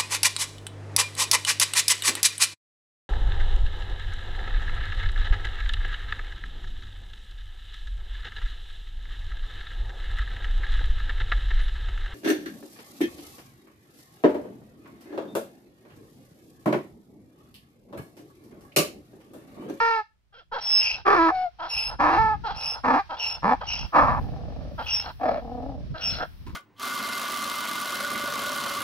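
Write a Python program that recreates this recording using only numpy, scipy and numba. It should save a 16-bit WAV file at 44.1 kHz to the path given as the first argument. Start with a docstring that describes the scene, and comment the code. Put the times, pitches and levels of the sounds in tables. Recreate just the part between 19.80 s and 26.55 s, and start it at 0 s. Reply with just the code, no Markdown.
"""A donkey brays in open, sandy scrub, over gusty wind on the microphone and a soft breeze in the twigs.
It opens on a haw: fold pulses, rasping or locked on a clear note, ring the chest, mouth and upper throat.
Hees answer: a hoarse yelp thins into rasping air and, on all but the short first one, a shrill whistle.
Seven rounds of haw and hee follow one another; the last two haws break off into growls.
At the end a hoof lands in sand: a short burst of coloured, gritty noise."""
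import sys
import numpy as np
from scipy import signal
from scipy.fft import rfft, irfft
from scipy.io import wavfile
from scipy.ndimage import uniform_filter1d
from numba import njit

SR = 44100
rng = np.random.default_rng(int(sys.argv[2]) if len(sys.argv) > 2 else 0)


def persist_wave(psi):
    """Save psi, clipped to +-1, as 16-bit WAV."""
    counts = np.round(np.clip(psi, -1, 1) * 32767).astype(np.int16)
    wavfile.write(sys.argv[1], SR, np.atleast_2d(counts).T)


N = 297675
TIME = np.arange(N) / SR  # seconds


def undb(db):
    """Decibels to gain."""
    return 10 ** (np.asarray(db) / 20)


def unit(x):
    """Scale to rms 1."""
    return x / np.sqrt(np.mean(x ** 2))


def steady(x):
    """Hold the short-term rms near 1, keeping the single pulses."""
    size = int(.04 * SR)
    power = uniform_filter1d(uniform_filter1d(x ** 2, size), size)
    return x / np.sqrt(np.abs(power) + 1e-18)


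def curves(rows):
    """Every column of a table, joined by straight lines in time."""
    s, *columns = np.transpose(rows)
    return [np.interp(TIME, s, c) for c in columns]


def blend(a, b, share):
    """Go from a to b as the share goes from 0 to 1."""
    return a + (b - a) * np.clip(share, 0, 1)


def ramp(s, length):
    """Smooth rise from 0 to 1 over the given length."""
    return np.sin(np.pi / 2 * np.clip(s / length, 0, 1)) ** 2


def slew(gain):
    """Let a gain move no faster than the throat can."""
    return uniform_filter1d(gain, int(.008 * SR))


def calls(table):
    """Time since the start and until the end of the latest call, then its other columns."""
    rows = np.array(table, float)
    # a new call cuts off the one before
    latest = np.maximum(np.searchsorted(rows[:, 0], TIME, "right") - 1, 0)
    start, end, *columns = rows[latest].T
    return [TIME - start, end - TIME] + columns


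def progress(age, left):
    """Share of the call that has passed."""
    return np.clip(age / (age + left), 0, 1)


def colour(x, points):
    """Causal minimum-phase filter with the given (Hz, dB) outline."""
    size = 4096
    hz, db = np.transpose(points)
    grid = np.log(np.maximum(np.fft.rfftfreq(size, 1 / SR), 1))
    cepstrum = irfft(np.log(undb(np.interp(grid, np.log(hz), db))))
    # folding the cepstrum forward in time makes the filter causal
    cepstrum[1:size // 2] *= 2
    cepstrum[size // 2 + 1:] = 0
    return signal.fftconvolve(x, irfft(np.exp(rfft(cepstrum))))[:N]


def cut(x, hz, kind, order=6):
    """Butterworth low-pass or high-pass."""
    return signal.sosfilt(signal.butter(order, hz, kind, fs=SR, output="sos"), x)


def noise():
    """White noise."""
    return rng.standard_normal(N)


def wobble(hz):
    """Random motion up to the given rate, spread 1."""
    return unit(cut(noise(), hz, "low", order=2))


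@njit
def resonance(x, hz, width):
    """State-variable band-pass with moving centre and width."""
    y, band, low = np.empty(len(x)), 0., 0.
    for i in range(len(x)):
        g, k = np.tan(np.pi * hz[i] / SR), width[i] / hz[i]
        v = (band + g * (x[i] - low)) / (1 + g * (g + k))
        band, low, y[i] = 2 * v - band, low + 2 * g * v, k * v
    return y


@njit
def slaps(hz, jitter, shimmer, chance):
    """One pulse at each closing of the folds; every cycle has its own length and force."""
    pulses, phase = np.zeros(len(hz) + 1), np.empty(len(hz))
    p, k = 0., 0
    for i in range(len(hz)):
        step = hz[i] * np.exp(jitter[i] * chance[k, 0]) / SR
        p += step
        if p >= 1:
            p, k = p - 1, k + 1
            force = np.exp(shimmer[i] * chance[k, 1]) / np.sqrt(hz[i] / SR)
            # share the pulse between two samples, to place it between them
            pulses[i] += force * p / step
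            pulses[i + 1] += force * (1 - p / step)
        phase[i] = p
    return pulses[:-1], phase


def folds(hz, rough, flap_hz, depth, jitter, shimmer, air):
    """Pitch, pulse train and air puffs of the folds; roughness unsettles them and lets the palate flap."""
    rough = np.clip(rough, 0, 1)
    # unsettled folds lurch between pitches
    hz = hz * np.exp(.09 * rough * wobble(45))
    chance = rng.standard_normal((N // 20, 2))
    pulses, phase = slaps(hz, jitter * rough ** 1.4, shimmer * rough, chance)
    puffs = unit(np.exp(-phase / 3.5) * noise())
    unsteady_flap_hz = flap_hz * (1 + 0.3074 * wobble(40.3))
    swing = np.cos(2 * np.pi * np.cumsum(unsteady_flap_hz) / SR)
    # a deep flap chops the voice into separate bursts
    flap = np.exp(3 * np.clip(depth, 0, 1) ** 2 * rough * swing)
    return hz, flap * (pulses + air * rough * puffs), flap * puffs


# Narrow resonances of the upper throat. 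Each row: centre in Hz, width in Hz, strength in dB;
# centre and strength waver about these.
UPPER_THROAT = [(2850, 87, 3), (3318, 140, 11), (4026, 550, 4.5), (4890, 150, -1)]


def upper_throat(x, direct):
    """Narrow high resonances that slide as the throat strains, over a share of direct sound."""
    stretch = 1 + .025 * wobble(9.8)
    out = direct * x
    for hz, width, db in UPPER_THROAT:
        flicker = undb(db + 3.5 * wobble(7.6))
        out = out + flicker * resonance(x, hz * stretch, np.full(N, float(width)))
    return out


# Outward calls; the last two haws break off into growls, on rows of their own.
# Each row: start, end and attack in seconds, level in dB, level change over the call in dB,
# swell midway in dB, chest against level in dB, upper throat against level in dB, mouth resonance in Hz
# midway, first and last pitch in Hz before sag and lurches, roughness 0-1,
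# average palate flaps per second, flap depth 0-1.
HAWS = [(0, .234, 0.0013, -23.5, -4.5, 0.4, -5.5, -2, 930, 457.4, 457.8, .08, 70, 0.9),
        (1.25, 1.70, 0.022, -20.5, -5, -2, -4, -2.5, 1100, 414.5, 220.3, .48, 70, 0.5),
        (2.187, 2.575, 0.02, -22.5, -8, 3.5, -8.5, -5, 818, 258.2, 478.3, .56, 70, 0.2),
        (3.035, 3.228, 0.013, -26.5, 2, 3.5, -4.5, -5.5, 873, 245.3, 339, 0.71, 70, 0.1),
        (3.62, 3.762, .028, -24.5, 11, -2.5, -3, -7.5, 884, 139.9, 331.1, .42, 70, 0.6),
        (4.121, 4.425, 0.054, -13, -23, 2, -13.5, -10.5, 1088, 321, 194.8, 0.71, 47, 0.1),
        (4.40, 4.97, 0.0052, -48, 0.5, 1.5, -0.5, -18.5, 650, 197.9, 265.5, .8, 45, 0.5),
        (5.388, 5.68, 0.1, -16.5, -32.5, 6, -10, -15.5, 639, 272.2, 213.7, .7, 44, 0.55),
        (5.615, 6.12, 0.0055, -46, -21, 17.5, 1, -31, 663, 225.7, 308.1, .4, 36, 0.78)]
# Where the folds lock on a clear note. Each row: start and end in seconds, pitch in Hz before sag,
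# then the change of mouth level, of chest and of upper throat in dB.
CLEAR_NOTES = [(1.375, 1.495, 329, 2.5, 4, 1), (1.497, 1.72, 750.7, -0.5, -18, -16.5),
               (2.368, 2.6, 444.8, 5, -1, -0.5), (3.178, 3.25, 425.4, 0, -6.5, 5.5)]
LOCK_S, CLEAR_ROUGH = .02, .1
MOUTH_HZ = 900  # on a clear note the mouth tunes to the harmonic nearest this
MOUTH_CLOSING = 0.24  # share by which the mouth resonance sinks over a haw
HAW_RELEASE_S = 0.043
# as a haw runs out of air, its pitch sags by a share and chest and upper throat fade first
SPENT_S, SPENT_SAG, SPENT_CHEST_DB, SPENT_UPPER_DB = .045, .12, -15.5, -11
# rough haws lurch in strength and the mouth resonance wanders by a share; both scale with roughness
HAW_LURCH_DB, HAW_LURCH_HZ, MOUTH_WANDER = 2, 27, .05


def haw_gestures():
    """Each haw glides in pitch and level, may lock on a clear note, and sags as its air runs out."""
    (age, left, attack, db, change_db, swell_db, chest_db, upper_db,
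     mouth_hz, first_hz, last_hz, rough, flap_hz, depth) = calls(HAWS)
    note_age, note_left, note_hz, note_db, note_chest_db, note_upper_db = calls(CLEAR_NOTES)
    along = progress(age, left)
    lock = ramp(note_age, LOCK_S) * ramp(note_left, LOCK_S)
    spent = np.exp(-np.maximum(left, 0) / SPENT_S)
    gate = ramp(age, attack) * ramp(left, HAW_RELEASE_S)

    glide_hz = blend(first_hz, last_hz, along)
    hz = blend(glide_hz, note_hz, lock) * (1 - SPENT_SAG * spent)
    rough = blend(rough, CLEAR_ROUGH, lock)

    closing_hz = mouth_hz * (1 - MOUTH_CLOSING * (along - .5))
    harmonic_hz = note_hz * np.round(MOUTH_HZ / note_hz)
    mouth_hz = blend(closing_hz, harmonic_hz, lock)
    mouth_hz = mouth_hz * np.exp(MOUTH_WANDER * rough * wobble(HAW_LURCH_HZ))

    db = db + change_db * along + swell_db * np.sin(np.pi * along)
    db = db + HAW_LURCH_DB * rough * wobble(HAW_LURCH_HZ)
    chest_db = db + chest_db + lock * note_chest_db + SPENT_CHEST_DB * spent
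    upper_db = db + upper_db + lock * note_upper_db + SPENT_UPPER_DB * spent
    return gate, db + lock * note_db, chest_db, upper_db, mouth_hz, (hz, rough, flap_hz, depth)


# Throat and head on the way out. Each row: frequency in Hz, gain in dB.
HAW_THROAT = [(400, -10), (560, 9.5), (850, 12.5), (1300, 6.5), (1500, -8), (1730, 2), (1950, -14),
              (2330, -11.5), (2700, -20.5), (2950, -32), (3700, -32), (5000, -28), (5800, -32), (6900, -50),
              (15000, -60.5)]
# Body of the chest. Each row: frequency in Hz, gain in dB.
CHEST = [(100, -12), (170, -5), (300, -0.5), (400, -4.5), (480, 8.5), (580, -18), (750, -53)]
CLEAR_HISS = 0.98  # share of the air hiss that is left on a fully smooth note


def haws():
    """Outward calls: the folds ring the chest, the mouth and the upper throat resonances."""
    gate, mouth_db, chest_db, upper_db, mouth_hz, tension = haw_gestures()
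    rough = tension[1]
    hz, source, puffs = folds(*tension, jitter=.25, shimmer=.4, air=.8)
    throat = colour(source, HAW_THROAT)

    # an open mouth damps its resonance and lets more of the spectrum past; a nearly shut one hums
    opening = np.minimum((mouth_hz / 900) ** 6, 1.3)
    width = 130 + 170 * opening
    ringing = 0.028 * throat + resonance(throat, mouth_hz, width)
    mouth = resonance(ringing, mouth_hz, 1.7 * width)
    mouth = cut((0.007 + 0.65 * opening) * throat + mouth, 1593, "low", order=8)

    # air rushing past the folds hisses even on the clear notes
    hiss = cut(colour(puffs, HAW_THROAT), 2700, "high", order=6)
    hiss = blend(CLEAR_HISS, 1, 2 * rough) * undb(-3) * hiss
    upper = upper_throat(throat + hiss, direct=0.22 + 1.0 * opening)
    upper = cut(upper, 1249, "high", order=8)

    # the chest mostly carries the fundamental
    fundamental = resonance(source, hz, np.full(N, 50.))
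    chest = colour(0.28 * source + fundamental, CHEST)

    parts = [(mouth_db, mouth), (chest_db, chest), (upper_db, upper)]
    return sum(slew(gate * undb(db)) * steady(part) for db, part in parts)


# Gusts on the microphone. Each row: time in seconds, gust level in dB before the buffeting trim.
GUSTS = [(0.0, -51.5), (0.3, -74), (1.37, -46.5), (1.71, -61.5), (2.44, -35), (2.99, -52.5), (3.08, -46.5),
         (3.35, -54.5), (4.06, -40.5), (4.12, -56), (4.25, -30), (5.15, -43.5), (5.3, -47.5), (6.13, -37.5),
         (6.17, -48.5), (6.33, -38), (6.49, -49), (6.75, -39)]
# Spectrum of the eddies. Each row: frequency in Hz, gain in dB.
WIND = [(20, -9), (55, 2), (100, -4.5), (170, -6.5), (260, -16), (500, -33), (1500, -62.5), (6000, -82)]
# Thin high sizzle that comes and goes on its own times. Each row: time in seconds, level in dB.
SIZZLE = [(3.9, -69), (4.42, -67), (4.75, -93), (5.07, -57), (6.12, -90), (6.24, -59.5), (6.75, -69.5)]
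WIND_DB = 2.5  # buffeting trim: added to the gust level


def wind():
    """Eddies buffet one microphone port; strong gusts are brighter; a separate thin sizzle comes late on."""
    gust_db = curves(GUSTS)[0]
    eddies = unit(cut(colour(noise(), WIND), 24, "high", order=2))
    eddies = eddies * undb(3 * wobble(14))
    slow = cut(eddies, 140, "low", order=2)
    bright_db = np.minimum(.5 * (gust_db + 44.5), 3)
    rumble = slow + undb(bright_db) * cut(eddies, 91, "high", order=1)
    sizzle_db = np.interp(TIME, *np.transpose(SIZZLE), left=-110)
    sizzle = unit(cut(noise(), 10500, "high", order=3))
    return undb(gust_db + WIND_DB) * rumble + undb(sizzle_db) * sizzle


# Breeze hissing in the bushes. Each row: time in seconds, level in dB.
BREEZE = [(.7, -89), (1.7, -66.5), (3.25, -58), (4.6, -57.5), (6.75, -62)]
# Spectrum of the twigs. Each row: frequency in Hz, gain in dB.
TWIGS = [(400, -7.5), (1000, -3), (2100, -6.5), (3000, -6.5), (5500, -8.5), (7000, -28.5), (15000, -31)]


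def breeze():
    """Twigs hiss softly as the breeze rises: coloured noise with a slightly wavering level."""
    level_db = curves(BREEZE)[0] + 1.5 * wobble(14)
    return undb(level_db) * unit(colour(noise(), TWIGS))


# Spectrum of the open air. Each row: frequency in Hz, relative level in dB.
AIR = [(30, -11), (70, -8.5), (300, -20), (1300, -27), (3000, -29), (15000, -46)]
AIR_DB = -75


def open_air():
    """A very faint, steady bed of coloured noise."""
    return undb(AIR_DB) * unit(colour(noise(), AIR))


# Inward calls. Each row: start, end and yelp length in seconds, yelp pitch in Hz before sag and warble,
# yelp level in dB, rasp level midway in dB, rushing air level midway in dB, closing croak in dB,
# mouth shut 0-1.
HEES = [(.52, .65, 0.12, 460.9, -56.5, -60.5, -57.5, -67.5, 1),
        (.712, 1.235, 0.1, 488.7, -30, -46, -42, -48.5, .2),
        (1.785, 2.175, 0.11, 373.6, -33, -45, -47, -37.5, 0),
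        (2.633, 3.02, 0.11, 438.3, -29.5, -42, -48, -41.5, 0),
        (3.289, 3.61, .08, 329.8, -32, -42.5, -47, -69, 0),
        (3.803, 4.09, 0.054, 481.8, -30, -44.5, -46.5, -49.5, 0),
        (4.975, 5.335, .07, 289.2, -31, -46, -43, -36, 0.2),
        (6.137, 6.475, .06, 357.2, -38, -43.5, -41.5, -30, 0.76)]
# Throat and head on the way in. Each row: frequency in Hz, gain in dB.
HEE_THROAT = [(250, -12), (390, -17.5), (490, -4), (610, -3.5), (880, 9), (1120, -6.5), (1350, 1),
              (1600, -8), (2150, -19), (2700, -25), (3500, -30.5), (4400, -27), (5700, -27.5), (6900, -69),
              (15000, -47)]
# Colour of a shut mouth on a hee. Each row: frequency in Hz, gain in dB.
SHUT_MOUTH = [(300, 9), (450, 5), (680, 9), (900, -15), (1200, 1.5), (1550, 10), (1900, 5.5), (3300, 10),
              (4200, 5)]
HEE_ATTACK_S, HEE_RELEASE_S = 0.016, 0.038
HEE_FLAP_HZ, HEE_FLAP_DEPTH = 62, 0.37
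YELP_RELEASE_S, YELP_AIR_DB = .04, -16.5  # air against the yelp
YELP_SAG, YELP_WARBLE, YELP_ROUGH = .18, .1, .22  # sag is a share of the pitch
RASP_HZ, RASP_ROUGH = 419.5, .95
RASP_ARCH_DB, AIR_ARCH_DB = 3.5, 14.5  # rasp and air are this much weaker at the ends than midway
CROAK_LEAD_S, CROAK_WIDTH_S = 0.051, 0.037  # the croak peaks this long before the end
CROAK_HZ, CROAK_AIR_DB = 269.7, -25.5  # air against the croak


def hees():
    """Inward calls: a hoarse, falling yelp thins into rasping air as the throat tightens, then croaks."""
    age, left, yelp_s, yelp_hz, yelp_db, rasp_db, air_db, croak_db, shut = calls(HEES)
    gate = ramp(age, HEE_ATTACK_S) * ramp(left, HEE_RELEASE_S)
    yelp = ramp(yelp_s - age, YELP_RELEASE_S)
    croak = np.exp(-((left - CROAK_LEAD_S) / CROAK_WIDTH_S) ** 2)
    off_centre = (2 * progress(age, left) - 1) ** 2

    yelp_hz = yelp_hz * blend(1, 1 - YELP_SAG, age / yelp_s) * np.exp(YELP_WARBLE * wobble(30))
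    hz = blend(blend(RASP_HZ, CROAK_HZ, croak), yelp_hz, yelp)
    rough = blend(RASP_ROUGH, YELP_ROUGH, yelp)
    _, source, _ = folds(hz, rough, HEE_FLAP_HZ, HEE_FLAP_DEPTH, jitter=.2, shimmer=.35, air=.9)

    throat = colour(source, HEE_THROAT)
    throat = blend(throat, colour(throat, SHUT_MOUTH), shut)
    mouth = cut(throat, 1900, "low")
    rush = cut(upper_throat(throat, direct=0.083), 1900, "high") * undb(3.1 * wobble(55))

    voice_gain = yelp * undb(yelp_db) + croak * undb(croak_db)
    rasp_gain = undb(rasp_db - RASP_ARCH_DB * off_centre)
    breath_gain = yelp * undb(yelp_db + YELP_AIR_DB) + croak * undb(croak_db + CROAK_AIR_DB)
    air_gain = undb(air_db - AIR_ARCH_DB * off_centre)
    voiced = np.hypot(voice_gain, rasp_gain) * steady(mouth)
    airy = np.hypot(breath_gain, air_gain) * steady(rush)
    return gate * (voiced + airy)


# Whistles within the hees. Each row: start and end in seconds, settled pitch in Hz, loudest moment in
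# seconds, peak level in dB, fall after the peak in dB per second, loudest moment of the lower octave
# in seconds, its level in dB, overtones in dB against the tone, unsteadiness 0-1.
WHISTLES = [(.80, 1.18, 5337, .956, -20, 121.5, 1.07, -29, -6, 0.5),
            (1.885, 2.115, 5294, 2.0, -32, 31, 1.99, -32.5, 4.5, 0.22),
            (2.745, 2.965, 5332, 2.885, -31, 110, 2.87, -39, 2, 0.51),
            (3.38, 3.575, 5427, 3.47, -33, 97, 3.44, -33, -2.5, 0.2),
            (3.86, 4.075, 5423, 3.925, -36, 108.5, 3.92, -34, -10, .6),
            (5.05, 5.25, 5433, 5.148, -24, 330, 5.11, -34.5, -10, 0.43),
            (6.20, 6.45, 5390, 6.27, -29, 200, 6.24, -36.5, -8, 0.38)]
WHISTLE_EDGE_S, OCTAVE_FALL_DB_PER_S = 0.024, 113
WHISTLE_OVERSHOOT, WHISTLE_SETTLE_S = .045, .06  # each whistle starts sharp by this share and settles
# the swell has a rounded crest and rises this many times as fast as it falls
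WHISTLE_CREST_S, WHISTLE_RISE = .025, 1.4
CLEAN_OCTAVE_DB = -16  # a whistle is pure while its lower octave stays this far under it


def whistle_gestures():
    """Each whistle starts sharp, swells and fades; it is roughest where the lower octave takes over."""
    (age, left, hz, peak_s, db, fall, octave_s, octave_db,
     overtones_db, unsteady) = calls(WHISTLES)
    gate = ramp(age, WHISTLE_EDGE_S) * ramp(left, WHISTLE_EDGE_S)
    hz = hz * (1 + WHISTLE_OVERSHOOT * np.exp(-np.maximum(age, 0) / WHISTLE_SETTLE_S))
    slope = fall * np.where(TIME < peak_s, WHISTLE_RISE, 1)
    from_crest_s = np.hypot(TIME - peak_s, WHISTLE_CREST_S) - WHISTLE_CREST_S
    db = db - slope * from_crest_s
    octave_db = octave_db - OCTAVE_FALL_DB_PER_S * np.abs(TIME - octave_s)
    rough = np.clip(unsteady * (1 - (octave_db - db) / CLEAN_OCTAVE_DB), 0, 1)
    return gate, hz, db, octave_db, overtones_db, rough


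# Overtones of the whistle. Each row: multiple of its pitch, level in dB before each whistle's own trim.
WHISTLE_OVERTONES = [(1.5, -38.5), (2, -25), (2.5, -42.5)]


def whistles():
    """The tight throat squeals; when it loses its lock the tone flutters and drops a lower octave."""
    gate, hz, db, octave_db, overtones_db, rough = whistle_gestures()
    phase = 2 * np.pi * np.cumsum(hz * (1 + 0.059 * rough * wobble(180))) / SR

    def partial(multiple, blur, flutter_hz):
        """One line of the whistle, shaken in strength and phase."""
        shake = blur * (wobble(flutter_hz) + 1j * wobble(flutter_hz))
        return steady(np.real((1 - 2.0 * blur + shake) * np.exp(1j * multiple * phase)))

    # tones just below the pitch beat together in the rough stretches
    beating = partial(0.99, 1.1 * rough, 150) + 0.3 * rough * partial(.925, 0.3, 130)
    tone = steady(cut(beating, 6000, "low", order=10))
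    overtones = sum(undb(over_db) * partial(k, 0.24 + 0.51 * rough, 160)
                    for k, over_db in WHISTLE_OVERTONES)
    octave = partial(.5, .5 + 0.62 * rough, 150)
    tremble = undb((.7 + 1.8 * rough) * wobble(70))
    squeal = undb(db) * (tone + undb(overtones_db) * overtones)
    return gate * tremble * (squeal + undb(octave_db) * octave)


# Hoof in sand. Each row: start in seconds, level in dB, decay time constant in seconds.
HOOVES = [(6.664, -38, 0.034)]
# Spectrum of the sand. Each row: frequency in Hz, gain in dB.
SAND = [(100, -15), (300, 6.5), (600, -32), (1000, -1.5), (1400, -18.5), (5000, -29), (7000, -38.5),
        (15000, -45)]


def hooves():
    """A hoof sinks into loose sand with a short gritty thud: uneven noise under a fast decay."""
    out = np.zeros(N)
    for s, db, length in HOOVES:
        age = np.maximum(TIME - s, 0)
        grit = unit(colour(noise() * undb(3 * wobble(200)), SAND))
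        envelope = (1 - np.exp(-age / 0.0042)) * np.exp(-age / length)
        out += undb(db) * envelope * grit
    return out


def scrub(x, t60, wet_db):
    """Faint scatter from bushes and the sandy bank: a decaying noise response."""
    age = TIME[:SR // 2]
    response = rng.standard_normal(len(age)) * undb(-60 * age / t60) * (age > .004)
    return undb(wet_db) * signal.fftconvolve(x, response / np.linalg.norm(response))[:N]


# Difference between the microphone ports against their sum. Each row: frequency in Hz, level in dB.
PORTS = [(100, -45), (400, 0), (700, -26), (1200, 1), (2500, -1.5), (5300, -1), (9000, 0.5), (15000, 0.5)]
# Left port against right. Each row: frequency in Hz, approximate balance in dB, split between the two.
PORT_BALANCE = [(60, 1), (110, 2), (200, -3.5), (380, -1), (700, 3), (1290, -6), (2380, 4), (4400, -1),
                (8120, -3.5), (15000, -2.5)]


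def port_difference(x):
    """What the left port gains and the right one loses: a phase lead and a tilt in level."""
    grid_hz = np.fft.rfftfreq(N, 1 / SR)
    hz, db = np.transpose(PORTS)
    lead = 1j * undb(np.interp(grid_hz, hz, db))
    hz, db = np.transpose(PORT_BALANCE)
    lean = undb(np.interp(grid_hz, hz, db) / 2) - 1
    return irfft(rfft(x) * (lead + lean), N)


FAR_T60_S, FAR_DB = 0.24, -6.5  # the far bushes keep the whistle ringing


def scene():
    """The donkey leads in phase at the left port; wind, breeze, air and scatter differ at each."""
    donkey = haws() + hees() + whistles() + hooves()
    side = port_difference(donkey)
    treble = cut(donkey, 2200, "high", order=2)
    ports = []
    for sign in (1, -1):  # left, right
        near = scrub(treble, t60=.04, wet_db=-12)
        far = scrub(treble, FAR_T60_S, FAR_DB)
        full_range = scrub(donkey, t60=0.063, wet_db=-12.0)
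        scatter = near + far + full_range
        ports.append(donkey + sign * side + scatter + wind() + breeze() + open_air())
    return np.array(ports)


TOP_HZ = 15700


def record(dry):
    """The recorder cuts the top with a steep elliptic low-pass."""
    return signal.sosfilt(signal.ellip(10, .2, 80, TOP_HZ, fs=SR, output="sos"), dry)


dry = scene()
out = record(dry)
persist_wave(out)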